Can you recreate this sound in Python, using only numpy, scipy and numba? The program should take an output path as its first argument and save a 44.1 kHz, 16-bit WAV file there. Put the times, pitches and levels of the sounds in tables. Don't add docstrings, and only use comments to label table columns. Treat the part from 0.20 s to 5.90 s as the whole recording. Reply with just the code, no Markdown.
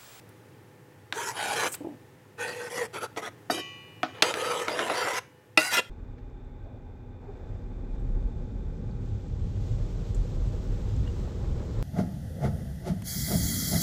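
import sys
import numpy as np
from scipy import signal
from scipy.fft import rfft, irfft
from scipy.io import wavfile
from scipy.ndimage import map_coordinates
from numba import njit

SR = 44100
rng = np.random.default_rng(int(sys.argv[2]) if len(sys.argv) > 2 else 0)


def transcribe(u):
    v = np.clip(np.atleast_2d(u).T, -1, 1)
    q = np.round(v * 32767).astype(np.int16)
    wavfile.write(sys.argv[1], SR, q)


N = 251236
TIME_S = np.arange(N) / SR

# frequency in Hz, relative density in dB.
VENT_SPECTRUM = [(15, -88), (25, -56.5), (70, -16.5), (84, -9.5), (108, 2), (223, -12.5), (344, -8),
                 (394, -9), (489, -14), (695, -21.5), (863, -18), (1190, -23), (1840, -23), (4250, -35),
                 (16000, -39.5)]
RASP_SPECTRUM = [(88, -57.5), (150, -16), (492, -3), (621, -5.5), (1410, -6.5), (2650, -11), (3140, -9),
                 (3610, -10), (6000, -16), (7800, -53), (13200, -120)]
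HISS_SPECTRUM = [(2060, -38), (3500, -6), (4180, 0), (4660, -1.5), (5260, -0.5), (5710, -1.5), (9380, -5.5),
                 (10900, -11.5), (11700, -15), (14300, -15), (16000, -26.5)]
# frequency in Hz, relative level in dB.
MOTOR_TONES = [(100.5, -65), (500.6, -62.5), (839.8, -68), (1787, -71.5)]

# start in seconds; rim, board, blade, bowl and crack gains in dB;
# crack centre in Hz, crack T60 in seconds, contact time in seconds.
KNOCKS = [(0.09, -90, -72, -71, -82, -54, 11000, 0.027, 0.00071),
          (0.9243, -74, -40, -52, -80, -21, 1900, 0.014, 0.0014),
          (1.541, -82, -66, -54, -67, -32, 2670, 0.022, 0.0012),
          (2.961, -70, -42, -59, -80, -42.5, 2000, 0.055, 0.0025),
          (3.298, -21, -27, -58, -35.5, -26.5, 1410, 0.033, 0.0025),
          (3.377, -35, -50, -54, -57.5, -43, 1000, 0.052, 0.0047),
          (3.8311, -23.5, -28, -42, -51, -17.5, 1310, 0.016, 0.0002),
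          (4.022, -32, -21.5, -20, -60, -8.5, 3100, 0.027, 0.0017),
          (4.140, -60, -31, -39, -65, -19, 2210, 0.012, 0.00028),
          (4.4818, -60, -30.5, -52, -69, -19.5, 1520, 0.017, 0.00039),
          (4.5914, -34, -27.5, -35, -70, -19, 1780, 0.018, 0.00069),
          (4.697, -49, -32, -31.5, -54, -22, 900, 0.037, 0.002),
          (5.374, -58, -16.5, -9, -65, -11.5, 3600, 0.018, 0.0015)]
# frequency in Hz, relative level in dB, T60 in seconds.
BOARD_MODES = [(125, -22, 0.13), (194, -18.5, 0.09), (318, -2, 0.11), (383, -25.5, .1), (476, -8, 0.062),
               (597, -16.5, 0.083), (630, -3.5, 0.12), (821, -7, 0.077), (945, -9.5, 0.063),
               (1342, -0.5, 0.086), (1456, -14, 0.18), (1670, -14, 0.049)]
BLADE_MODES = [(1997, -5, .12), (2525, -2, .055), (2732, -1, .075), (2834, -6, .06), (3754, -22, .07),
               (4295, -15, .08), (4740, -15, .07), (5040, -15, .06), (5400, -20, .07), (7400, -24, .04),
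               (8620, -27, .15), (9950, -24, .05), (11090, -20, .07)]
RIM_MODES = [(260.5, -6.5, 0.19), (316.4, -3.5, 0.16), (662, -2.5, 0.068), (729, 4.5, 0.065),
             (1244, -9.5, 0.094), (1496, -6.5, 0.076), (1820, -2, 0.044)]
BOWL_MODES = [(1120, -5, 1.15), (1960, -5.5, 1.1), (2390, -4, 1.4), (2568, -7, 1.1), (2794, -18, 1.8),
              (2929, -1.5, 1.3), (2998, -1, .7), (3090, 1, .5), (3607, -17, 1.25), (3760, 0, .24),
              (4167, -18, 1.4), (4690, -4, .3), (4802, -14, .9), (5066, 2, .15), (5459, -10, .55),
              (6121, -11, .7), (6756, -6, .55), (7865, -18, .35), (8400, -17, .35)]

# start, length, attack and release in seconds; rasp level, its rise over
# the stroke, hiss relative to rasp and its rise over the stroke, all in dB; grip name.
STROKES = [(0.929, 0.21, .045, .05, -33.5, -0.5, -6, 8, "first push"),
           (1.128, 0.24, 0.08, .035, -30, -0.5, -7, 6, "long push"),
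           (1.343, 0.15, .03, .025, -28, 3, -7.5, -5, "push off"),
           (1.463, 0.06, .01, .01, -61.5, -9, 16.5, 2, "edge slip"),
           (1.515, 0.052, .008, .015, -55, -1, 17.5, -2, "edge slip"),
           (2.173, 0.18, 0.054, .06, -32.5, -3, -11.5, 1, "top sweep"),
           (2.293, 0.21, .04, .02, -39, 2, -11.5, 2, "top sweep"),
           (2.492, .182, .025, .04, -32.5, 2.5, -10, 0.5, "low sweep"),
           (2.727, .083, .018, .035, -35.5, 0.5, -10, -8, "first flick"),
           (2.798, .072, .035, .022, -32, -1, -12.5, -2, "first flick"),
           (2.965, 0.055, .012, .02, -36, -13, -12.5, 2, "second flick"),
           (3.012, 0.085, .015, .02, -36, 7.5, -12.5, -6, "second flick"),
           (3.302, 0.12, .008, .02, -35.5, -13.5, -6, -6, "rim rub"),
           (3.927, 0.088, .03, .004, -45, 8.5, -22, -8, "light drag"),
           (4.029, 0.11, .005, .028, -30.5, 3, -9, -3.5, "flat drag"),
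           (4.123, 0.36, 0.074, 0.063, -29.5, -2, -11.5, -2.5, "flat drag"),
           (4.465, 0.29, .02, .025, -31, 4.5, -13, 0, "bumpy drag"),
           (4.729, 0.27, .02, .016, -30, 1, -10, 4, "heavy drag"),
           (5.386, .15, .008, .02, -33, -3.5, -4, -0.5, "bare glide"),
           (5.509, 0.1, .025, .02, -23, 3.5, -8, -8, "bare push")]
# centre in Hz, base width in Hz, relative level in dB.
FIRST_PUSH = [(433, 42, 4.5), (915, 75, 4.5), (1380, 39, 0), (1525, 37, -2), (1664, 25, 1), (1910, 39, -4),
              (2440, 62, -9.5), (3070, 97, -11)], [(5700, 130, -3), (9700, 42, -8), (10200, 69, 0),
              (11000, 35, -1), (12500, 110, -8), (13800, 75, -6)]
LONG_PUSH = [(810, 124, 3), (1460, 150, -2), (1820, 41, -7), (2340, 260, -4), (2980, 380, -10.5),
             (3780, 120, -8), (4280, 170, -10)], [(4600, 72, 2.5), (6860, 88, 2), (8490, 55, -21),
             (10070, 140, 3), (11160, 46, -2), (14700, 36, -22)]
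PUSH_OFF = [(454, 77, -1), (1190, 64, -1), (1458, 33, 5.5), (1718, 18, 1.5), (2310, 300, -2.5),
            (3080, 170, -4.5), (4060, 140, -8)], [(4950, 57, -4), (7450, 130, -9), (10000, 240, -4),
            (10600, 49, -1), (11900, 140, -4)]
EDGE_SLIP = [(2000, 900, -4), (2650, 400, 0), (4000, 900, -6)], [(8300, 2500, 0), (10800, 5000, -2),
             (14000, 6000, -11)]
TOP_SWEEP = [(465, 18, 2.5), (866, 19, -2), (1500, 13, -4.5), (1823, 57, -2.5), (2520, 260, -10),
             (3280, 140, -20), (4000, 220, -17.5)], [(4570, 230, 5), (6040, 35, -4), (7340, 89, -11),
             (8800, 210, 0), (10200, 97, -4), (11040, 43, 0)]
LOW_SWEEP = [(488, 19, -0.5), (780, 19, -14), (980, 120, -16), (1920, 180, -13), (2850, 48, -24),
             (3300, 44, -26)], [(4500, 95, 0), (5780, 120, -3), (7700, 140, -11), (8350, 77, -2),
             (9900, 85, 7), (11200, 82, 5)]
FIRST_FLICK = [(422, 86, -2), (875, 27, -6), (1355, 160, -1), (2570, 84, -14), (3920, 37, -17),
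               (4600, 130, -11)], [(6130, 170, -7), (8070, 150, -19), (9990, 130, -12), (11020, 70, 5),
               (13900, 52, -22)]
SECOND_FLICK = [(448, 26, -1.5), (703, 410, -6.5), (1243, 27, -3), (1970, 160, -9), (2800, 48, -29),
                (3370, 36, -35)], [(5700, 200, 4), (6550, 110, -8), (8140, 51, -17), (9950, 83, -6),
                (12200, 97, -12)]
RIM_RUB = ([(318, 170, 0), (1500, 38, -20), (1980, 24, -16), (2340, 32, -6), (3084, 32, 5),
            (3790, 16, 6.5)],
           [(4720, 34, 5.5), (5400, 26, 3), (6700, 22, -15), (10270, 45, -4), (11400, 54, -9)])
FLAT_DRAG = [(484, 70, 0), (915, 91, -5.5), (1276, 62, -3), (1807, 46, -11), (2080, 86, -13),
             (2440, 74, -9.5), (3040, 270, -14.5)], [(4690, 180, 5), (6130, 54, 6), (6620, 62, 1.5),
             (7920, 61, 7), (9750, 120, 5.5), (11100, 32, -7)]
BUMPY_DRAG = [(570, 440, 4), (957, 77, 0), (1370, 33, -15), (1760, 140, -6), (2090, 94, -1),
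              (2750, 170, -20)], [(4870, 110, -3), (5560, 72, -1), (9800, 180, -8), (10650, 39, 1),
              (12400, 94, -13)]
HEAVY_DRAG = [(520, 170, -1), (730, 40, 1), (1000, 61, 4), (1370, 490, -0.5), (1993, 160, 0.5),
              (2716, 56, -6.5), (3140, 200, -9.5)], [(4610, 87, 1.5), (5700, 110, 2), (7300, 46, 0),
              (8300, 37, -18), (10300, 74, -7), (11220, 67, -8)]
BARE_GLIDE = [(750, 77, -8), (1453, 23, 4.5), (1900, 74, -0.5), (2100, 76, -3), (2735, 66, -2),
              (3920, 51, -2)], [(4700, 140, 5), (6800, 47, -5.5), (8600, 73, -2), (10200, 66, -15),
              (11900, 67, -5.5)]
BARE_PUSH = [(994, 23, -2), (1380, 28, -3.5), (1736, 29, -6), (2020, 77, -7), (2496, 45, -5),
             (2745, 20, -1), (3230, 160, -9.5), (3850, 130, -10)], [(4570, 50, 1), (5440, 140, -4),
             (6540, 49, -9), (8500, 46, 2.5), (12500, 95, 2), (13300, 45, -14), (15500, 33, -15)]
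GRIPS = {"first push": (FIRST_PUSH, 0, -4.5, 5400, 9), "long push": (LONG_PUSH, 0.11, -3, 2900, 2.3),
         "push off": (PUSH_OFF, 0, 0, 3100, 2.5), "edge slip": (EDGE_SLIP, 0, -15, 3500, -20),
         "top sweep": (TOP_SWEEP, .15, -6, 1500, 3.7), "low sweep": (LOW_SWEEP, -0.083, -6.5, 2600, 2.3),
         "first flick": (FIRST_FLICK, 0, -3, 5200, 2.5), "second flick": (SECOND_FLICK, 0, -3.8, 4000, 1.8),
         "rim rub": (RIM_RUB, 0, -4, 770, -7), "light drag": (FLAT_DRAG, 0, 0, 3500, -2),
         "flat drag": (FLAT_DRAG, 0.17, -2.5, 3900, 0), "bumpy drag": (BUMPY_DRAG, 0.11, -1.6, 2800, 1),
         "heavy drag": (HEAVY_DRAG, 0.11, -6.5, 19000, 1),
         "bare glide": (BARE_GLIDE, 0, -10.5, 10000, -0.81), "bare push": (BARE_PUSH, 0, -4.5, 15000, 4.6)}

# start in seconds, level in dB, pitch in Hz, T60 in seconds.
LANDINGS = [(1.606, -28.5, 293, 0.11), (1.645, -23.5, 324, 0.071), (1.669, -21, 325, 0.029),
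            (1.684, -34.5, 294, 0.2), (1.721, -38.5, 248, 0.16)]


def undb(db):
    return 10 ** (np.asarray(db) / 20)


def unit_rms(x):
    return x / np.sqrt(np.mean(x ** 2) + 1e-20)


def add(track, start_s, sound):
    i = max(int(start_s * SR), 0)
    track[i:i + len(sound)] += sound[:N - i]


def colour(x, spectrum):
    hz, db = np.transpose(spectrum)
    bins_hz = np.maximum(np.fft.rfftfreq(len(x), 1 / SR), 1)
    gain = undb(np.interp(np.log(bins_hz), np.log(hz), db))
    rolloff = np.minimum(bins_hz / hz[0], 1) ** 2 * np.minimum(hz[-1] / bins_hz, 1) ** 2
    return irfft(rfft(x) * gain * rolloff, len(x))


def butter(x, hz, kind, order=2):
    return signal.sosfilt(signal.butter(order, min(hz, SR / 2 - 10), kind, fs=SR, output="sos"), x)


@njit
def resonate(x, centre_hz, width_hz):
    y = np.empty(len(x))
    band_state, low_state = 0., 0.
    for i in range(len(x)):
        g = np.tan(np.pi * min(centre_hz[i], .45 * SR) / SR)
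        damping = width_hz / centre_hz[i]
        band = (band_state + g * (x[i] - low_state)) / (1 + g * (g + damping))
        band_state = 2 * band - band_state
        low_state += 2 * g * band
        y[i] = damping * band
    return y


def bandpass(x, centre_hz, width_hz):
    return resonate(x, np.full(len(x), float(centre_hz)), float(width_hz))


def wander(t, rate_hz):
    knots = rng.standard_normal(2048)
    return map_coordinates(knots, [t * rate_hz], order=2, mode="wrap")


def decay(t, t60_s):
    return np.exp(-np.log(1000) * t / t60_s)


def appliances(vent_db=-53, swell_db=1.84, hum_trim_db=-3, waver_rad=.9):
    air = unit_rms(colour(rng.standard_normal(N), VENT_SPECTRUM))
    air *= undb(vent_db + swell_db * wander(TIME_S, 1.43))
    hum = sum(undb(db + hum_trim_db) * np.sin(2 * np.pi * hz * TIME_S + waver_rad * wander(TIME_S, 29))
              for hz, db in MOTOR_TONES)
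    return air + np.sqrt(2) * hum


def friction(t, catches_per_s=3500, spread_db=5.5, slide_db=-1, judder_db=1.0, judder_hz=110):
    caught = rng.random(len(t)) < catches_per_s / SR
    sizes = undb(spread_db * np.minimum(rng.exponential(size=len(t)), 4))
    clicks = unit_rms(caught * sizes * rng.choice([-1, 1], len(t)))
    slide = undb(slide_db) * rng.standard_normal(len(t))
    return (clicks + slide) * undb(judder_db * wander(t, judder_hz))


def ring(modes, t, detune):
    out = 0
    for k, (hz, db, t60_s) in enumerate(modes):
        detuned_hz = hz * (1 + detune * rng.standard_normal())
        out += (-1) ** k * undb(db) * decay(t, t60_s) * np.sin(2 * np.pi * detuned_hz * t)
    return out


def knocks(chatter_db=-15, chatter_t60_s=0.17, chatter_hz=2500, bloom_s=0.046):
    out, t = np.zeros(N), np.arange(3 * SR // 2) / SR
    for start_s, rim_db, board_db, blade_db, bowl_db, crack_db, crack_hz, t60_s, contact_s in KNOCKS:
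        crack = bandpass(rng.standard_normal(len(t)), crack_hz, width_hz=0.95 * crack_hz)
        crack = unit_rms(butter(crack, 1.5 * crack_hz, "low", order=1))
        crack *= decay(np.maximum(t - contact_s, 0), t60_s)
        chatter = unit_rms(butter(colour(friction(t), RASP_SPECTRUM), chatter_hz, "low", order=1))
        chatter *= undb(chatter_db) * decay(t, chatter_t60_s)
        sound = undb(crack_db) * (crack + chatter)
        sound += undb(board_db) * ring(BOARD_MODES, t, detune=0.0082)
        sound += undb(blade_db) * ring(BLADE_MODES, t, detune=0.001)
        sound += undb(rim_db) * ring(RIM_MODES, t, detune=0.0061)
        bloom = 1 - np.exp(-t / bloom_s)
        sound += undb(bowl_db) * bloom * ring(BOWL_MODES, t, detune=0.0001)
        add(out, start_s, sound * np.minimum(t / contact_s, 1))
    return out


def mode_patches(x, depth_db=4.5, patch_hz=330, patch_s=0.0407, climb_hz_per_s=1500):
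    hz, t, spectra = signal.stft(x, SR, nperseg=512, noverlap=384)
    field = rng.standard_normal((256, 128))
    place = np.broadcast_arrays((hz[:, None] - climb_hz_per_s * t) / patch_hz, t / patch_s)
    gain = undb(depth_db * np.minimum(map_coordinates(field, place, order=2, mode="mirror"), 2))
    return signal.istft(spectra * gain, SR, nperseg=512, noverlap=384)[1][:len(x)]


def driven_modes(force, modes, pitch_ratio, t, sway_db, widen_hz, sway_hz=16):
    out = 0
    for hz, base_width_hz, db in modes:
        centre_hz, width_hz = hz * pitch_ratio, float(base_width_hz + widen_hz)
        band = resonate(resonate(force, centre_hz, width_hz), centre_hz, width_hz)
        out += undb(db + sway_db * wander(t, sway_hz)) * band
    return unit_rms(out)


def scrapes(split_hz=4500, rasp_drift=0.017, hiss_drift=0.0051, drift_hz=14,
            flutter_db=1.0, flutter_hz=35, top_mode_hz=11090, top_mode_db=-10):
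    out, t = np.zeros(N), np.arange(SR // 2) / SR
    for start_s, length_s, attack_s, release_s, level_db, swell_db, hiss_db, rise_db, grip in STROKES:
        (rasp_modes, hiss_modes), glide_oct_per_s, broad_db, broad_hz, broad_hiss_db = GRIPS[grip]
        along = np.minimum(t / length_s, 1) - .5
        wobble = wander(t, drift_hz)
        pitch_ratio = 2 ** (glide_oct_per_s * length_s * along) * (1 + rasp_drift * wobble)
        force, grit = friction(t), mode_patches(friction(t))

        hollow = driven_modes(force, rasp_modes, pitch_ratio, t, sway_db=2.5, widen_hz=47)
        broad_rasp = unit_rms(butter(colour(grit, RASP_SPECTRUM), broad_hz, "low", order=1))
        rasp = butter(hollow + undb(broad_db) * broad_rasp, split_hz, "low", order=5)

        steel = driven_modes(force, hiss_modes, 1 + hiss_drift * wobble, t, sway_db=5.0, widen_hz=170)
        broad_hiss = unit_rms(butter(colour(grit, HISS_SPECTRUM), split_hz, "high", order=5))
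        top_mode = unit_rms(bandpass(force, top_mode_hz, width_hz=220))
        hiss = steel + undb(broad_hiss_db) * broad_hiss + undb(top_mode_db) * top_mode

        pressure = np.clip(np.minimum(t / attack_s, (length_s - t) / release_s), 0, 1)
        gain = pressure * undb(level_db + swell_db * along + flutter_db * wander(t, flutter_hz))
        hiss_gain = undb(hiss_db + rise_db * along)
        on = t < length_s
        add(out, start_s, gain[on] * (unit_rms(rasp[on]) + hiss_gain[on] * unit_rms(hiss[on])))
    return out


def food_thuds(attack_s=0.0022, splat_db=-9, splat_low_hz=200, splat_high_hz=720):
    out, t = np.zeros(N), np.arange(SR // 2) / SR
    for start_s, db, hz, t60_s in LANDINGS:
        muffled = butter(rng.standard_normal(len(t)), splat_high_hz, "low", order=5)
        splat = unit_rms(butter(muffled, splat_low_hz, "high"))
        thud = np.sin(2 * np.pi * hz * t) + undb(splat_db) * splat
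        add(out, start_s, undb(db) * thud * decay(t, t60_s) * np.minimum(t / attack_s, 1))
    return out


def kitchen_echo(x, wet_db=-19, t60_s=0.33, split_hz=3500, treble_db=-4, predelay_s=0.0035):
    t = np.arange(SR // 2) / SR
    noise = rng.standard_normal(len(t))
    tail = butter(noise, split_hz, "low") + undb(treble_db) * butter(noise[::-1], split_hz, "high")
    tail *= decay(t, t60_s) * (t > predelay_s)
    return undb(wet_db) * signal.fftconvolve(x, tail / np.linalg.norm(tail))[:N]


def scene():
    work = scrapes() + knocks() + food_thuds()
    return (work + kitchen_echo(work) + appliances())[None]


def record(dry, low_hz=52, top_hz=15850):
    rounded = np.tanh(butter(dry, low_hz, "high", order=3))
    return signal.sosfilt(signal.ellip(10, .2, 80, top_hz, fs=SR, output="sos"), rounded)


dry = scene()
out = record(dry)
transcribe(out)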